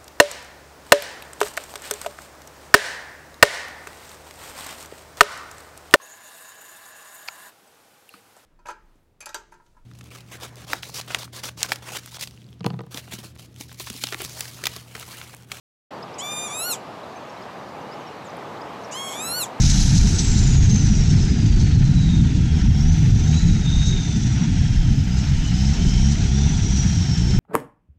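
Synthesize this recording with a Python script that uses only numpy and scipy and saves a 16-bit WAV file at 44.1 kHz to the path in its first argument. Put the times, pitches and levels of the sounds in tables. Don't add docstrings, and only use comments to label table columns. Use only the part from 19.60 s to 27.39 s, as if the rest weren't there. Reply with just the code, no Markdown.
import sys
import numpy as np
from scipy import signal
from scipy.fft import rfft, irfft
from scipy.io import wavfile
from scipy.ndimage import uniform_filter1d

SR = 44100
rng = np.random.default_rng(int(sys.argv[2]) if len(sys.argv) > 2 else 0)


def store_wav(level_fs):
    pcm = np.round(np.clip(np.atleast_2d(level_fs), -1, 1) * 32767)
    wavfile.write(sys.argv[1], SR, pcm.T.astype(np.int16))


def magnitude_from_level(level_db):
    exponent = np.asarray(level_db, float) / 20
    return 10 ** exponent


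N = 343539

# [time_s, level_db]
WIND_DOWN = [(.6, -39), (.84, -35), (1.08, -31.5), (1.54, -39), (1.8, -43.5), (2.33, -48), (2.43, -39.5),
             (2.75, -51.5), (2.95, -46)]
# [start_s, peak_s, peak_pitch_hz, climbing_level_db, lingering_level_db]
SPOOLS = [(2.94, 3.08, 5600, -45, -46), (3.19, 3.327, 6100, -40, -51), (3.578, 3.79, 6810, -41.5, -46),
          (4.12, 4.293, 6400, -40.5, -43), (4.678, 4.8, 5830, -52, -48), (5.538, 5.65, 5436, -43, -51),
          (5.961, 6.137, 5436, -41, -45), (6.31, 6.551, 5905, -39.5, -45), (6.72, 6.9, 5950, -37.5, -40),
          (7.03, 7.204, 5850, -34.5, -38), (7.48, 7.793, 5350, -37.5, -40)]
# [time_s, pitch_hz, level_db]
LARGE_WHEEL = [(3, 3190, -48), (3.14, 3260, -51), (3.64, 3610, -52), (3.78, 3970, -40.5), (4.02, 3790, -49),
               (4.07, 3660, -35), (4.3, 3765, -34), (4.5, 3575, -42.5), (4.6, 3500, -49.5),
               (5.65, 2943, -53), (5.9, 2994, -42), (6.12, 3100, -48.5), (6.35, 3123, -39.5),
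               (6.6, 3100, -52), (6.8, 3576, -44), (7.1, 3290, -48), (7.5, 3120, -49.5), (7.79, 3140, -46)]
# [time_s, share_0_to_1]
LARGE_WHEEL_SMEAR = [(1.5, 0.66), (2.9, 0.4), (4.1, 0.4), (5.6, 0.65), (6.3, .75), (7.0, 1), (7.4, 0.48),
                     (7.79, .45)]
# [start_s, length_s, first_firing_hz, last_firing_hz, second_order_level_db]
BLIPS = [
    (2.862, 0.15, 76.3, 79.4, -23),
    (3.12, 0.25, 65.6, 83.3, -19.5),
    (3.58, .22, 72.9, 80.55, -20),
    (4.661, 0.15, 62.3, 68.7, -29),
    (5.42, 0.22, 55, 68.85, -24),
    (5.862, .29, 55.3, 72.7, -22),
    (6.292, .28, 57.84, 74.8, -21),
    (6.659, .24, 64.3, 73.5, -20.5),
    (7.039, 0.18, 59.3, 69.4, -24),
    (7.429, 0.35, 54.07, 63.8, -25.5),
]
# [frequency_hz, gain_db]
PIPE = [(40, 7.5), (70, 8), (135, 3), (205, 0.5), (270, -14.5), (400, -28.5), (560, -41.5), (760, -26),
        (1000, -47.5)]
# [frequency_hz, gain_db]
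HULL_BOOM = [(55, -10), (63, -1), (78, -3.5), (84, 1.5)]
# [time_s, spray_level_db]
CHURN = [(0, -23), (.3, -27.5), (.7, -30.5), (1.15, -33.5), (1.6, -36), (2.2, -39.5), (2.86, -42),
         (3.45, -41), (3.78, -36), (4.0, -39), (4.35, -37), (4.9, -39.5), (5.42, -41.5), (6.09, -35),
         (6.5, -35), (6.72, -36.5), (7.15, -35), (7.79, -37)]
# [time_s, peak_level_db, time_to_fall_30_db_s]
SPLASHES = [(0.0962, -8.5, 0.021), (0.1984, -23, 0.036), (0.3461, -29, 0.2), (0.4663, -39, 0.037),
            (0.5851, -14, 0.03), (0.6848, -28, 0.04), (0.7724, -22, 0.025), (1.0869, -27, 0.028),
            (1.2306, -38, 0.03), (1.4994, -24, 0.025), (1.9954, -26.5, 0.041), (3.3189, -31, 0.036),
            (3.7394, -29, 0.032), (4.2617, -22, 0.025), (5.5694, -33, 0.063), (6.5101, -28, 0.045),
            (6.762, -51, 0.05), (7.1586, -28, 0.051), (7.5727, -22, 0.023)]
SLAPS_S = [
    1.03,
    1.55,
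    5.02,
]
# [start_s, length_s, level_db]
MISTS = [
    (3.1, .75, -70),
    (5.3, 1., -69),
    (6.5, .1, -76),
    (7.2, .6, -70),
]
# [frequency_hz, density_db_per_hz]
RUSH = [(420, -36), (500, 0), (660, -3.5), (735, 3.5), (830, -3.5), (950, 2), (1300, -0.5), (1600, -2.5),
        (2500, -3), (3000, -4), (3700, -4.5), (5000, -12), (6500, -35.5)]
SPRAY = [(1470, -38.5), (2500, -15.5), (3390, -10.5), (3980, -1), (4350, -4.5), (6110, 3.5), (7000, -4),
         (7500, -7), (8250, -12), (10700, -36), (18200, -120)]
FIZZ = [(8520, -34), (8620, 4), (9500, -1.5), (10600, -2.5), (10750, -13), (11300, -21.5)]
TOP_FIZZ = [(10600, -34), (10750, 3.5), (12000, -4.5), (13300, -6), (13700, -13), (14500, -23),
            (15400, -45)]
MIST = [(10600, -28.5), (11500, -1), (13000, -0.5), (15000, -6.5), (15700, -25)]
# [time_s, rumble_level_db, large_eddy_level_db]
WIND = [(0, -15.5, -16), (.55, -16.5, -17.5), (.85, -15.5, -16), (1.1, -12.5, -18), (1.6, -14, -18.5),
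        (2.3, -13, -22.5), (3.0, -13.5, -21.5), (3.3, -15, -18), (3.66, -14, -25), (4.1, -15.5, -19),
        (4.55, -19, -23), (4.7, -14, -24.5), (5.4, -19, -24.5), (6.25, -16.5, -17.5), (6.6, -18.5, -18.5),
        (7.1, -15.5, -23), (7.42, -18.5, -31), (7.79, -12, -20)]
# [start_s, length_s, level_db]
GUSTS = [(.45, 0.77, -39.5), (1.39, 0.8, -38.5), (2.702, 0.31, -41), (3.52, .5, -40), (4.317, .03, -40),
         (4.585, 0.039, -44), (4.839, 0.26, -45), (5.57, .05, -44.5), (6.2, 0.18, -39), (6.606, 0.022, -37),
         (6.776, .03, -39), (7.05, .15, -42), (7.65, .15, -37.5)]
# [frequency_hz, density_db_per_hz]
BUFFET = [(5, -36), (9, -23), (20, -6.5), (30, 6), (38, 2), (50, 1), (65, -13), (90, -8.5), (120, -54)]
RUMBLE = [(29, -47.5), (50, -0.5), (147, -0.5), (210, -8), (275, -17), (310, -17.5), (330, -38),
          (430, -57.5), (730, -120)]
FLAP = [(270, -18), (310, -3.5), (360, -2), (410, -2.5), (480, -16.5), (560, -8.5), (620, -50)]
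# [frequency_hz, width_hz, depth_0_to_1]
NOTCHES = [(557, 79, 0.6), (569, 24, 0.6), (1006, 44, 0.4), (1133, 217, 0.66), (1116, 24, 0.48)]
# lower_hz, upper_hz
EDGE_HZ = (8280, 8600)

COAST_HZ, COAST_REST_HZ, COAST_PER_S = 7815, 987, 0.472
SAG_REST_HZ, SAG_PER_S, BLADE_RATIO = 3500, 0.59, 1.66
FLARE_DB_PER_S, FADE_DB_PER_S, SETTLE_DB_PER_S, IDLE_DB = 152, 69, 6, -52
SMEAR_COASTING, SMEAR_SPOOLING, HARD_HZ_PER_S = 0.42, 0.9, 1700
OPENING_DB = -6
CALM_DB = -39.5
RUSH_DB, RUSH_SHARE, FIZZ_DB, FIZZ_SHARE, TOP_DB, TOP_SHARE = -40, 0.3, -73, 0.2, -82, 0.15
RUSH_KICK_DB, RUSH_KICK_DB_PER_S, MIST_EDGE_DB_PER_S = 2, 17, 51
VENT_FIZZ_DB, VENT_TOP_DB, VENT_HOLD_S, VENT_DB_PER_S = -52.5, -60.5, 0.3, 22.5
BUFFET_LUMPS_DB, FLAP_DB, FLAP_LUMPS_DB, FLAP_EDGE_DB_PER_S = 2.8, -46.5, 0.2, 89


def turbo():
    t, first, last = np.arange(N) / SR, WIND_DOWN[0], WIND_DOWN[-1]
    coast_hz = COAST_REST_HZ + (COAST_HZ - COAST_REST_HZ) * np.exp(-COAST_PER_S * (t - first[0]))
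    high_hz = BLADE_RATIO * coast_hz
    for start, peak, peak_hz, *_ in SPOOLS:
        rise = np.interp(t, [start, peak], [np.interp(start, t, high_hz), peak_hz])
        sag = SAG_REST_HZ + (peak_hz - SAG_REST_HZ) * np.exp(-SAG_PER_S * (t - peak))
        high_hz = np.where(t < start, high_hz, np.where(t < peak, rise, sag))
    climb_hz_per_s = np.gradient(high_hz) * SR
    smear = np.interp(climb_hz_per_s, [0, HARD_HZ_PER_S], [SMEAR_COASTING, SMEAR_SPOOLING])

    flare_db = loudest([(s, peak, db) for s, peak, _, db, _ in SPOOLS], FLARE_DB_PER_S, FADE_DB_PER_S)
    settled_db = loudest([(peak, peak, db) for _, peak, _, _, db in SPOOLS], FLARE_DB_PER_S, SETTLE_DB_PER_S)
    high_db = np.maximum(np.maximum(flare_db, settled_db), IDLE_DB)
    high_db = high_db + held(last[0], N / SR, 0, 150, 0)

    coasting = t < LARGE_WHEEL[0][0]
    low_hz, low_db = along(LARGE_WHEEL)
    coast_db = along(WIND_DOWN)[0] + held(first[0], N / SR, 0, 120, 0)
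    low_hz = np.where(coasting, coast_hz, low_hz)
    low_db = np.where(coasting, coast_db, low_db)
    low = blade(low_hz, low_db, along(LARGE_WHEEL_SMEAR)[0], waver=0.0012, throb_db=1.7, smear_hz=120)
    high_smear = uniform_filter1d(smear, size=2000)
    return low + blade(high_hz, high_db, high_smear, waver=0.0025, throb_db=2.2, smear_hz=160)


def blade(hz, level_db, smear, waver, throb_db, smear_hz):
    smear = np.clip(smear, 0, 1)
    turn = np.exp(2j * np.pi * np.cumsum(hz * (1 + waver * wobble(32.0))) / SR)
    air = wobble(smear_hz) + 1j * wobble(smear_hz)
    tone = np.sqrt(2 * (1 - smear)) + np.sqrt(smear) * air
    throb = throb_db * (wobble(45) + 0.45 * wobble(8.4))
    return magnitude_from_level(level_db + throb) * (turn * tone).real


def exhaust():
    out, unrest, uneven = np.zeros(N), wobble(17), wobble(43)
    for start, length, first_hz, last_hz, db in BLIPS:
        at = np.arange(round(start * SR), min(round((start + length) * SR), N))
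        done = (at / SR - start) / length
        hz = first_hz + (last_hz - first_hz) * done
        level_db = db + OPENING_DB * (1 - done)
        turns = np.cumsum(hz * (1 + 0.01 * unrest[at])) / SR + rng.random()
        orders = [magnitude_from_level(read(PIPE, k * hz)) * np.cos(2 * np.pi * k * turns) for k in range(1, 15)]
        boom = magnitude_from_level(np.interp(hz, *np.transpose(HULL_BOOM)))
        pulses = boom * orders[0] + sum(orders[1:])
        swell = magnitude_from_level(level_db + 0.55 * uneven[at]) * signal.windows.tukey(len(at), 0.3)
        out[at] -= np.sqrt(2) * swell * pulses
    return out


def water():
    spray_db = along(CHURN)[0]
    churn_db = spray_db - CALM_DB
    shoves = [row[0] + row[1] for row in BLIPS] + list(SLAPS_S)
    kick_db = loudest([(s, s, RUSH_KICK_DB) for s in shoves], RUSH_KICK_DB_PER_S, RUSH_KICK_DB_PER_S)
    rush_db = RUSH_DB + RUSH_SHARE * churn_db + np.maximum(kick_db, 0)
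    vent_db = held(0, VENT_HOLD_S, 0, 0, VENT_DB_PER_S)
    mist_spans = [(s, s + length, db) for s, length, db in MISTS]
    mist_db = loudest(mist_spans, MIST_EDGE_DB_PER_S, MIST_EDGE_DB_PER_S)
    fizz_db = np.maximum(FIZZ_DB + FIZZ_SHARE * churn_db, VENT_FIZZ_DB + vent_db)
    top_db = np.maximum(TOP_DB + TOP_SHARE * churn_db, VENT_TOP_DB + vent_db)

    flare = np.zeros(N)
    t = np.arange(SR // 4) / SR
    for s, db, t30 in SPLASHES:
        part = flare[round(s * SR):][:len(t)]
        splash = magnitude_from_level(db - 60 * t / max(2 * t30, 0.01)) * (1 - np.exp(-t / 0.0089))
        part += splash[:len(part)]

    patter = magnitude_from_level(0.69 * wobble(6.8) + 0.47 * wobble(85))
    rush = magnitude_from_level(rush_db + 0.98) * noise(RUSH, size=512, patchy_db=1.18, flicker_db=0.81)
    steady = magnitude_from_level(spray_db - 1.34) * patter
    spray = (steady + 0.89 * flare) * noise(SPRAY, size=256, patchy_db=0.5, flicker_db=1.0)
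    spray = signal.sosfilt(signal.ellip(10, 0.5, 50, EDGE_HZ[1] - 40, fs=SR, output="sos"), spray)
    fizz = magnitude_from_level(fizz_db + 4.0) * noise(FIZZ, size=512, patchy_db=1.0, flicker_db=0.2)
    top = magnitude_from_level(top_db + 4.3) * noise(TOP_FIZZ, size=512, patchy_db=1.0, flicker_db=2.0)
    mist = magnitude_from_level(mist_db) * noise(MIST, size=512, patchy_db=2.5, flicker_db=0.5)
    return rush + spray + (fizz + top + mist) * patter * (1 + 0.11 * flare / steady)


def wind(drone):
    rumble_db, eddy_db = along(WIND)
    buffet_db = eddy_db + BUFFET_LUMPS_DB * wobble(5.9)
    gust_spans = [(s, s + length, db) for s, length, db in GUSTS]
    gust_db = loudest(gust_spans, FLAP_EDGE_DB_PER_S, FLAP_EDGE_DB_PER_S)
    flap_db = np.maximum(gust_db, FLAP_DB) + FLAP_LUMPS_DB * wobble(3.2)
    drone_db = 10 * np.log10(abs(uniform_filter1d(drone ** 2, size=2200)) + 1e-9)
    duck_db = 0.5 * np.clip(drone_db + 30, 0, 12)
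    buffet = magnitude_from_level(buffet_db - duck_db) * noise(BUFFET, size=4096, patchy_db=2.5, flicker_db=3.1)
    rumble = magnitude_from_level(rumble_db - duck_db) * noise(RUMBLE, size=2048, patchy_db=1.66, flicker_db=-0.55)
    flap = magnitude_from_level(flap_db) * noise(FLAP, size=1024, patchy_db=1.4, flicker_db=1.5)
    return buffet + rumble + flap


def noise(shape, size, patchy_db, flicker_db):
    frames, hz = 4 * N // size + 5, np.fft.rfftfreq(size, 1 / SR)
    a, b, patches = rng.standard_normal((frames, len(hz), 3)).T
    patches = evened(uniform_filter1d(uniform_filter1d(patches, size=8, axis=0), size=8, axis=1))
    flicker = evened(uniform_filter1d(rng.standard_normal(frames), size=6))
    level_db = read(shape, hz)[:, None] + patchy_db * patches + flicker_db * flicker
    z = (a + 1j * b) * magnitude_from_level(level_db)
    return evened(signal.istft(z, nperseg=size, noverlap=size - size // 4)[1][:N])


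def wobble(rate_hz):
    settling = rng.standard_normal(N + SR)
    return evened(signal.lfilter(*signal.butter(2, rate_hz, fs=SR), settling)[SR:])


def evened(x):
    return x / np.sqrt(np.mean(x ** 2) + 1e-20)


def read(points, hz):
    f, value = np.transpose(points)
    return np.interp(np.log(hz + 1), np.log(f + 1), value, left=-120, right=-120)


def along(rows):
    s, *columns = np.transpose(rows)
    return [np.interp(np.arange(N) / SR, s, c) for c in columns]


def held(start, end, db, rise_db_per_s, fall_db_per_s, t=None):
    t = np.arange(N) / SR if t is None else t
    return db - rise_db_per_s * np.maximum(start - t, 0) - fall_db_per_s * np.maximum(t - end, 0)


def loudest(spans, rise_db_per_s, fall_db_per_s):
    t = np.arange(0, N + 64, 64) / SR
    start, end, db = np.transpose(spans)[:, :, None]
    levels = held(start, end, db, rise_db_per_s, fall_db_per_s, t)
    return np.interp(np.arange(N) / SR, t, levels.max(0))


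def scene():
    drone = exhaust()
    return (drone + turbo() + wind(drone) + water())[None]


def thin_out(x, contrast, open_share):
    hz, t, z = signal.stft(x, SR, nperseg=2048, noverlap=1536)
    hz = hz[:, None]
    power = abs(z) ** 2 + 1e-16

    def around_db(bins, frames):
        return 10 * np.log10(uniform_filter1d(uniform_filter1d(power, size=bins, axis=1), size=frames, axis=2))

    local = uniform_filter1d(uniform_filter1d(power, size=9, axis=1), size=5, axis=2)
    z = z * np.where(hz > 430, np.clip(power / local, 0.01, 4) ** contrast, 1)
    z = z * np.where(hz < 1500, np.clip((around_db(2, 6) + 74) / 3, 0.05, 1), 1)
    z = z * np.where(hz > 11800, np.clip((around_db(40, 9) + 106.5) / 3, 0.03, 1), 1)
    chance = evened(uniform_filter1d(rng.standard_normal(len(t)), size=5))
    strip = (hz > EDGE_HZ[0]) & (hz < EDGE_HZ[1])
    z = z * np.where(strip, np.clip(open_share + 0.46 * chance, 0.02, 1), 1)
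    return signal.istft(z, SR, nperseg=2048, noverlap=1536)[1][:, :N]


def roll_off(x):
    return signal.sosfilt(signal.butter(12, 15700, fs=SR, output="sos"), x)


def record(dry):
    hz = np.fft.rfftfreq(N, 1 / SR)
    notches = [1 - np.clip(depth, 0, 1) * np.exp(-((hz - f) / width) ** 2) for f, width, depth in NOTCHES]
    colour = np.prod(notches, axis=0)
    power_db = 10 * np.log10(uniform_filter1d(dry ** 2, size=900, axis=1) + 1e-9)
    over_db = uniform_filter1d(np.maximum(power_db + 11.5, 0), size=900, axis=1)
    levelled = dry / magnitude_from_level(0.83 * over_db)
    levelled = levelled / (1 + (abs(levelled) / 0.66) ** 4) ** 0.25
    thinned = thin_out(irfft(rfft(levelled) * colour, N), contrast=0.087, open_share=0.6)
    mix = thinned + 0.0015
    return roll_off(mix)


dry = scene()
out = record(dry)
store_wav(out)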